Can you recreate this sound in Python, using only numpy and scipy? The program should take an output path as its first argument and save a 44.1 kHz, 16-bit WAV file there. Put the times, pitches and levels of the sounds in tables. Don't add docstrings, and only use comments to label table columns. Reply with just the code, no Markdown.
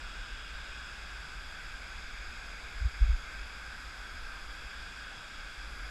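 import sys
import numpy as np
from scipy import signal
from scipy.fft import rfft, irfft, next_fast_len
from scipy.io import wavfile
from scipy.ndimage import uniform_filter1d, map_coordinates

SR = 44100
rng = np.random.default_rng(int(sys.argv[2]) if len(sys.argv) > 2 else 0)


def store_wav(level_fs):
    pcm = np.round(np.clip(np.atleast_2d(level_fs), -1, 1) * 32767)
    wavfile.write(sys.argv[1], SR, pcm.T.astype(np.int16))


N = 260190


def amp(db):
    return 10 ** (np.asarray(db) / 20)


def unit(x):
    return x / np.sqrt(np.mean(x ** 2) + 1e-20)


def along(points, hz):
    point_hz, values = np.transpose(points)
    return np.interp(np.log(hz + 1), np.log(point_hz + 1), values)


def curves(rows, t):
    times, *columns = np.transpose(rows)
    return [np.interp(t, times, column) for column in columns]


def filtered(x, response):
    padded = next_fast_len(N + SR // 2)
    hz = np.fft.rfftfreq(padded, 1 / SR)
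    return irfft(rfft(x, padded) * response(hz), padded)[:N]


def shaded(x, gain_db, size=1024):
    hz, t, spectra = signal.stft(x, SR, nperseg=size)
    weighted = spectra * amp(gain_db(hz, t))
    return signal.istft(weighted, SR, nperseg=size)[1][:N]


def wobble(rate):
    knots = rng.standard_normal(int(N * rate / SR) + 4)
    return map_coordinates(knots, [np.arange(N) * rate / SR])


# frequency in Hz, relative spectral density in dB per Hz.
WATER_COLOUR = [(20, -11.5), (100, 0.5), (200, -3), (400, -7), (1000, -3.5), (1900, -3), (3000, -10.5),
                (4300, -10.5), (6100, -18.5), (9200, -25), (11000, -26), (13200, -37), (15000, -37.5)]
RUSH_DB = -52


def spillway(patchy_db, surge_db):
    def patches(hz, t):
        field = rng.standard_normal((len(hz), len(t)))
        field = uniform_filter1d(field, size=12, axis=0)
        field = uniform_filter1d(field, size=9, axis=1)
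        return patchy_db * unit(field)

    rush = shaded(rng.standard_normal(N), patches)
    surge = surge_db * wobble(rate=14)
    coloured = unit(filtered(rush, lambda hz: amp(along(WATER_COLOUR, hz))))
    return amp(RUSH_DB + surge) * coloured


# centre in Hz, full width at half the dB lift in Hz,
# lift in dB, change of lift in dB per unit of turn, change of lift in dB per unit of nod.
CASE_RESONANCES = [(790, 95, 1.5, 1.5, 0), (1341, 312, 7.5, 0.4, 0.5), (1591, 237, 12, -0.55, 0),
                   (2210, 305, 6, 1.5, -1.3), (2522, 324, 9, -0.5, -1.1), (2884, 370, 4, -3.5, -0.5),
                   (3356, 275, 12, -2.5, 0), (3703, 320, 6.5, -2, -1), (4685, 300, 8, 1.5, 0.5),
                   (5008, 314, 11.5, -0.5, -0.9), (5480, 560, 5.5, -0.5, 0.5), (6606, 410, 8.5, 0.5, -1.4),
                   (7520, 890, 10, -0.6, -0.5), (8560, 680, 2.5, -2.5, 1.2), (9970, 920, 3, 2.5, 1),
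                   (11300, 400, 2.5, 1, .3), (12300, 1900, 2, 2, 1.2)]
# time in seconds, turn towards the spillway and nod upwards (signed, about unit size).
AIM = [(0, -1, 0.5), (.7, -1, -0.75), (1.05, -0.36, -0.025), (1.5, 0.14, 0.58), (2, 0.39, -1.1),
       (2.5, 0.75, -1.3), (3.25, 0.61, -0.71), (3.8, .4, 0.81), (4.5, 0.4, 0.63), (4.8, -.4, 0.65),
       (5.45, -.5, 0.3), (5.75, 0.99, 0.57)]


def through_case(x):
    def lift(hz, t):
        turn, nod = curves(AIM, t)
        total_db = 0
        for centre, width, db, turn_db, nod_db in CASE_RESONANCES:
            bell = 0.5 ** ((2 * (hz - centre) / width) ** 2)
            strength_db = db + turn_db * turn + nod_db * nod
            total_db = total_db + np.outer(bell, strength_db)
        return total_db

    return shaded(x, lift)


# frequency in Hz, relative spectral density in dB per Hz.
RUMBLE_COLOUR = [(8, -3.5), (22, -2.5), (40, 0.5), (55, 1.5), (70, -9.5), (90, -28.5), (160, -38),
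                 (500, -82)]
# time in seconds, rms level in dB about which it flutters.
RUMBLE_COURSE = [(0, -45), (1.2, -47.5), (2.05, -44.5), (3.1, -43), (3.95, -49), (4.45, -44), (5.2, -51.5),
                 (5.7, -45.5)]


def rumble(flutter_db):
    course_db, = curves(RUMBLE_COURSE, np.arange(N) / SR)
    low_noise = unit(filtered(rng.standard_normal(N), lambda hz: amp(along(RUMBLE_COLOUR, hz))))
    flutter = flutter_db * wobble(rate=6.5)
    return amp(course_db + flutter) * low_noise


# time of the envelope's top in seconds, level of that top in dB,
# pitch there in Hz, knock level relative to the boom in dB.
THUMPS = [(2.824, -24.5, 58, -32), (2.86, -20, 59, -18.5), (3.027, -13.5, 46, -40), (3.063, -24.5, 43, -36),
          (3.103, -17.5, 50, -33), (3.139, -20.5, 41.5, -35)]
THUMP_RISE_S, THUMP_FALL_S = 0.013, 0.019
KNOCK_HZ, KNOCK_S = 120, 0.0042
SAG_HZ_PER_S = 530


def thumps():
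    out = np.zeros(N)
    for top_s, db, hz, knock_db in THUMPS:
        t = np.arange(N) / SR - top_s
        swell = np.exp(-(t / np.where(t < 0, THUMP_RISE_S, THUMP_FALL_S)) ** 2)
        cycles = (hz - SAG_HZ_PER_S * t / 2) * t
        boom = swell * np.sin(2 * np.pi * cycles)
        knock = np.exp(-(t / KNOCK_S) ** 2) * np.sin(2 * np.pi * KNOCK_HZ * t)
        out += amp(db) * (boom + amp(knock_db) * knock)
    return out


def scene():
    water = through_case(spillway(patchy_db=0.63, surge_db=0.05))
    return (water + rumble(flutter_db=0.8) + thumps())[None]


TOP_HZ = 15250


def record(dry):
    return filtered(dry[0], lambda hz: hz < TOP_HZ)[None]


dry = scene()
out = record(dry)
store_wav(out)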